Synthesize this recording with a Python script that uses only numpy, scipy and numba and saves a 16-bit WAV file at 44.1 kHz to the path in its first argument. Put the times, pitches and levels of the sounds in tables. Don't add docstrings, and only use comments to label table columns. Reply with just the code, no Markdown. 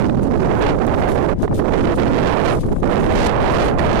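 import sys
import numpy as np
from scipy import signal
from scipy.fft import rfft, irfft
from scipy.io import wavfile
from numba import njit

SR = 44100
rng = np.random.default_rng(int(sys.argv[2]) if len(sys.argv) > 2 else 0)


def inscribe(sig):
    pcm = np.round(np.clip(np.atleast_2d(sig).T, -1, 1) * 32767)
    wavfile.write(sys.argv[1], SR, pcm.astype(np.int16))


N = 176400

# (time [s], pressure [dB], eddy pitch [Hz])
RIGHT_GUSTS = [(0, 1, 313), (0.11, -5.5, 243), (0.22, -6, 220), (0.335, -5.5, 306), (0.41, -1, 256),
               (0.47, -1, 292), (0.535, -2.5, 427), (0.603, -9, 490), (0.616, 0.5, 524), (0.665, -0.5, 474),
               (0.705, 1, 420), (0.76, -8.5, 324), (0.815, -4, 358), (0.9, -4, 373), (0.935, -8, 465),
               (0.99, -3.5, 437), (1.08, -7.5, 520), (1.13, -3, 336), (1.24, -4.5, 420), (1.332, -5, 400),
               (1.348, -26, 270), (1.419, -53, 280), (1.431, -5.5, 377), (1.455, -6, 335),
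               (1.468, -30, 300), (1.485, -27.5, 294), (1.503, -17, 230), (1.535, -9.5, 257),
               (1.583, -23, 220), (1.595, -6, 320), (1.63, -9, 366), (1.74, 0.5, 323), (1.83, 3, 230),
               (1.93, -3, 440), (1.96, -22.5, 370), (1.985, 0.5, 390), (2.12, 1, 260), (2.28, 1.5, 466),
               (2.37, -3.5, 480), (2.505, 3.5, 493), (2.545, -7.5, 460), (2.578, -10.5, 353),
               (2.598, -19, 229), (2.64, -31, 226), (2.657, -11.5, 302), (2.708, -24, 282),
               (2.722, -5.5, 295), (2.736, -7.5, 280), (2.752, -40, 200), (2.819, -33, 278),
               (2.828, -1.5, 338), (2.885, -6, 386), (2.91, -2.5, 438), (3.02, 2, 280), (3.13, 0, 398),
               (3.17, 9, 364), (3.255, 7.5, 390), (3.29, 1, 487), (3.37, -7.5, 570), (3.42, -0.5, 496),
               (3.68, 2, 510), (3.725, -7.5, 483), (3.772, -13.5, 467), (3.786, -4, 556), (4, 2.5, 435)]
# (time [s], pressure [dB])
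LEFT_GUSTS = [(0.0, -25.5), (0.25, -24.5), (0.28, -28.5), (0.71, -18), (0.85, -33.5), (0.91, -25.5),
              (1.12, -21.5), (1.16, -30.5), (1.34, -29), (1.41, -20.5), (1.48, -31.5), (1.51, -19),
              (1.59, -25.5), (1.67, -45), (1.69, -31.5), (1.84, -19.5), (2.01, -25.5), (2.13, -19),
              (2.17, -23.5), (2.26, -22.5), (2.41, -32), (2.54, -22), (2.65, -25.5), (2.79, -23),
              (2.86, -29), (2.9, -26.5), (3.28, -15.5), (3.31, -27.5), (3.43, -18), (3.59, -20.5),
              (3.63, -16), (3.81, -23.5), (3.84, -18.5), (4.0, -20.5)]
# (time [s], length [s], extra pressure [dB])
EDDY_SLAPS = [(0.097, 0.0048, 8.5), (0.197, 0.0049, 4.5), (0.316, 0.0052, 4), (0.513, 0.0029, 2),
              (0.626, 0.027, 1.5), (0.668, 0.0082, 5), (0.812, 0.0042, 1), (0.946, 0.01, 8),
              (1.480, 0.0052, 19), (1.527, 0.0047, 6.5), (1.597, .009, 6.5), (1.738, 0.01, 2),
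              (1.848, 0.002, 5), (2.656, 0.0075, 0.5), (2.721, .006, 3), (3.038, 0.0038, -2),
              (3.267, .007, 8), (3.794, 0.0091, 5)]
# (time [s], length [s], pressure lost [dB])
FLOW_BREAKS = [(0.107, 0.0042, -1), (0.163, 0.0054, 10), (0.206, 0.0068, 0), (0.292, 0.0078, 3),
               (0.482, 0.006, 4), (0.797, 0.0033, 12), (0.862, 0.0088, 6.5), (0.961, 0.015, 7),
               (1.012, 0.0072, 8), (1.143, 0.006, 10), (1.27, 0.0076, 5.5), (1.609, 0.012, 4),
               (1.635, 0.0081, 5.5), (1.705, 0.015, 4), (2.432, 0.03, 4), (2.849, 0.0033, 7.5)]
# (frequency [Hz], level [dB])
RUMBLE_SPECTRUM = [(15, -8), (35, -5.5), (70, -8.5), (130, -10), (250, -18.5), (500, -26), (1000, -45),
                   (2000, -86)]
# (frequency [Hz], level [dB])
SIZZLE_SPECTRUM = [(800, 8), (2500, 13), (5000, 8.5), (9000, 0.5), (12500, -6.5), (15000, -32)]
# (frequency [Hz], level [dB])
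BEACH_SPECTRUM = [(500, 15), (2000, 8.5), (5000, -11), (11000, -13), (13000, -27), (15000, -33)]
# (start [s], length [s], level [dB], share of shrill scraping [0-1])
CRANK_RUBS = [(0.217, 0.041, -44.5, 0.9), (.32, 0.2, -57, .3), (0.537, 0.081, -46, .2),
              (.63, 0.26, -59, 0.1), (0.897, 0.16, -46, 0.07), (1.074, 0.078, -40, 0.3),
              (1.154, 0.17, -53.5, 0.1), (1.382, 0.02, -47, .3), (1.42, 0.03, -42.5, .3),
              (1.532, 0.062, -38, .35), (1.604, 0.19, -55, 0), (1.928, 0.061, -43, 0.4),
              (2.05, 0.3, -51, 0.16), (2.336, 0.26, -49.5, 0.4), (2.496, 0.15, -46.5, 0.26),
              (2.652, 0.16, -55, 0.64), (2.87, 0.086, -47, 0.2), (2.988, 0.096, -45, .4),
              (3.11, 0.19, -44.5, .2), (3.393, 0.14, -50, .2), (3.51, 0.19, -42, 0.4),
              (3.769, 0.11, -45, 0.3)]
# (frequency [Hz], level [dB])
WOOD_SPECTRUM = [(1800, 3), (2600, 4), (3600, 8.5), (4500, 4.5), (6500, 2.5), (10000, -4.5), (12500, -3),
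                 (13500, -18), (16000, -36)]
# (frequency [Hz], level [dB])
WIRE_SPECTRUM = [(4500, -12), (6300, -1.5), (9500, 2), (11000, 0), (12500, -11)]
# (time [s], level [dB])
LINKAGE_TICKS = [(.866, -16), (1.287, -33), (1.423, -20.5), (2.518, -21), (2.728, -27), (2.802, -33),
                 (3.002, -20), (3.542, -25)]
# (frequency [Hz], level [dB], time to fade by 60 dB [s])
LINKAGE_TONES = [(4050, -10, .007), (5300, -15, .007), (6650, -3, 0.0059), (7600, -9, .006),
                 (8800, -8, 0.0055), (10500, -5, 0.0039), (12500, -27, 0.0045)]

TIME = np.arange(N) / SR


def from_db(db):
    return 10 ** (np.asarray(db) / 20)


def unit_level(x):
    return x / np.sqrt(np.mean(x ** 2) + 1e-20)


def in_time(rows):
    times, *columns = np.transpose(rows)
    return [np.interp(TIME, times, column) for column in columns]


def colour(x, spectrum):
    hz, db = np.transpose(spectrum)
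    grid_hz = np.maximum(np.fft.rfftfreq(N, 1 / SR), 1)
    gain = from_db(np.interp(np.log(grid_hz), np.log(hz), db))
    return unit_level(irfft(rfft(x) * gain, N))


def keep(x, hz, order=1, kind="low"):
    return signal.sosfilt(signal.butter(order, hz, kind, fs=SR, output="sos"), x)


def drift(rate_hz):
    return unit_level(keep(rng.standard_normal(N + SR), rate_hz, order=2)[SR:])


@njit
def sweep(x, tuning, damping):
    band, low = np.zeros(len(x)), np.zeros(len(x))
    band_memory, low_memory = 0., 0.
    for i in range(len(x)):
        step = tuning[i]
        band[i] = (band_memory + step * (x[i] - low_memory)) / (1 + step * (step + damping[i]))
        low[i] = low_memory + step * band[i]
        band_memory, low_memory = 2 * band[i] - band_memory, 2 * low[i] - low_memory
    return band, low


def eddies(pitch_hz, damping, reach, fine_db, regular_below_hz=574):
    tuning = np.pi * pitch_hz / SR
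    width = damping * np.minimum(pitch_hz / regular_below_hz, 1) ** 0.93
    hump = sweep(rng.standard_normal(N), tuning, width)[0] * np.sqrt(width / tuning)
    body = sweep(hump, tuning * reach, np.full(N, np.sqrt(2)))[1]
    return unit_level(body + from_db(fine_db) * hump)


def rumble(wind_db, level_db, follows):
    swing_db = follows * (wind_db - wind_db.mean())
    return from_db(level_db + swing_db) * colour(rng.standard_normal(N), RUMBLE_SPECTRUM)


def overloaded_port(pressure, wind_db, top_hz, limit=0.42, hardness=7.5):
    passed = (1 + np.abs(pressure / limit) ** hardness) ** (-1 / hardness)
    flattened = keep(pressure * passed, top_hz, order=2)
    sizzle_db = -32 + 0.17 * wind_db + 2 * drift(69)
    sizzle = (1 - passed) * from_db(sizzle_db) * colour(rng.standard_normal(N), SIZZLE_SPECTRUM)
    beach = passed ** hardness * from_db(-51.5) * colour(rng.standard_normal(N), BEACH_SPECTRUM)
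    return keep(flattened + sizzle + beach, hz=13200, order=10)


def right_port(exposure_db=-1.5, octaves_per_db=0.06, flutter_octaves=0.15):
    gust_db, eddy_hz = in_time(RIGHT_GUSTS)
    jolt_db = bumps(EDDY_SLAPS) - bumps(FLOW_BREAKS)
    wind_db = gust_db + jolt_db + exposure_db
    pitch_hz = eddy_hz * 2 ** (octaves_per_db * jolt_db + flutter_octaves * drift(73.4))
    buffeting = from_db(wind_db) * eddies(pitch_hz, damping=2.14, reach=1.72, fine_db=-30)
    pressure = buffeting + rumble(wind_db, level_db=-13, follows=0.48)
    return overloaded_port(pressure, wind_db, top_hz=12500)


def left_port(exposure_db=4, octaves_per_db=0.09, flutter_db=1, flutter_octaves=0.47):
    gust_db, = in_time(LEFT_GUSTS)
    wind_db = gust_db + exposure_db
    eddy_hz = 323 * 2 ** (octaves_per_db * (gust_db + 14))
    flutter = drift(38.5)
    pitch_hz = eddy_hz * 2 ** (flutter_octaves * flutter)
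    strength = from_db(wind_db + flutter_db * flutter)
    buffeting = strength * eddies(pitch_hz, damping=5.8, reach=2.19, fine_db=-39)
    pressure = buffeting + rumble(wind_db, level_db=-18, follows=0.91)
    return overloaded_port(pressure, wind_db, top_hz=2600)


def bumps(rows):
    return sum(db * np.exp(-np.minimum(np.abs(2 * (TIME - centre) / length), 6) ** 2 / 2)
               for centre, length, db in rows)


def crank_rubs(slips_per_s=7500, axle_db=-65.5, right_db=-1, attack_s=0.02, release_s=0.051):
    wood_gain, wire_gain, squeal_gain = from_db(axle_db), 0, 0
    for start, length, db, shrill in CRANK_RUBS:
        rise = (TIME - start) / attack_s
        fall = (start + length - TIME) / release_s + 0.5
        touch = np.clip(np.minimum(rise, fall), 0, 1)
        wood_gain += touch * from_db(db) * np.sqrt(1 - shrill)
        wire_gain += touch * from_db(db) * np.sqrt(shrill)
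        squeal_db = -55 + 3.2 * (db + 41)
        squeal_gain += touch ** 2 * from_db(squeal_db) * (1 - shrill)
    slips = rng.random(N) < slips_per_s / SR
    sides = []
    for side_db in (0, right_db):
        wood = wood_gain * colour(slips * rng.standard_normal(N), WOOD_SPECTRUM)
        wire = wire_gain * wire_scrape(slips)
        squeal = squeal_gain * slip_band(slips, low_hz=14050, high_hz=14750)
        sides.append(from_db(side_db) * (wood + wire + squeal))
    uneven_force = from_db(2.5 * drift(27))
    return np.array(sides) * uneven_force


def wire_scrape(slips, bands=24, uneven_db=5.5, uneven_hz=30):
    edges_hz = np.linspace(WIRE_SPECTRUM[0][0], WIRE_SPECTRUM[-1][0], bands + 1)
    rasp = 0
    for low_hz, high_hz in zip(edges_hz, edges_hz[1:]):
        swell = from_db(uneven_db * np.minimum(drift(uneven_hz), 2))
        rasp += swell * slip_band(slips, low_hz, high_hz)
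    return colour(rasp, WIRE_SPECTRUM)


def slip_band(slips, low_hz, high_hz):
    return unit_level(keep(slips * rng.standard_normal(N), [low_hz, high_hz], order=2, kind="band"))


def linkage_ticks(contact_s=0.0036, gain_db=-6, right_db=-4):
    contact = sum(from_db(db + gain_db) * (TIME >= start) * np.exp(-np.abs(TIME - start) / contact_s)
                  for start, db in LINKAGE_TICKS)
    force = contact / np.sqrt(contact_s * SR / 2) * rng.standard_normal((2, N)) + 1e-18
    ringing = np.zeros((2, N))
    for hz, db, fade_s in LINKAGE_TONES:
        decay, angle = from_db(-60 / (fade_s * SR)), 2 * np.pi * hz / SR
        feedback = [1, -2 * decay * np.cos(angle), decay ** 2]
        ringing += from_db(db) * signal.lfilter([0, np.sin(angle)], feedback, force)
    return ringing * from_db([[0], [right_db]])


def scene():
    return np.array([left_port(), right_port()]) + crank_rubs() + linkage_ticks()


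def record(dry, threshold_db=-18.5, cut_per_db=0.62, reaction_s=0.021, top_hz=15600):
    power = np.mean(dry ** 2, axis=0)
    memory = np.exp(-1 / (reaction_s * SR))
    recent_power = signal.lfilter([1 - memory], [1, -memory], power, zi=[power.mean()])[0]
    excess_db = np.maximum(10 * np.log10(recent_power) - threshold_db, 0)
    levelled = keep(dry * from_db(-cut_per_db * excess_db), hz=2, kind="high")
    return signal.sosfilt(signal.ellip(10, .1, 80, top_hz, fs=SR, output="sos"), levelled)


dry = scene()
out = record(dry)
inscribe(out)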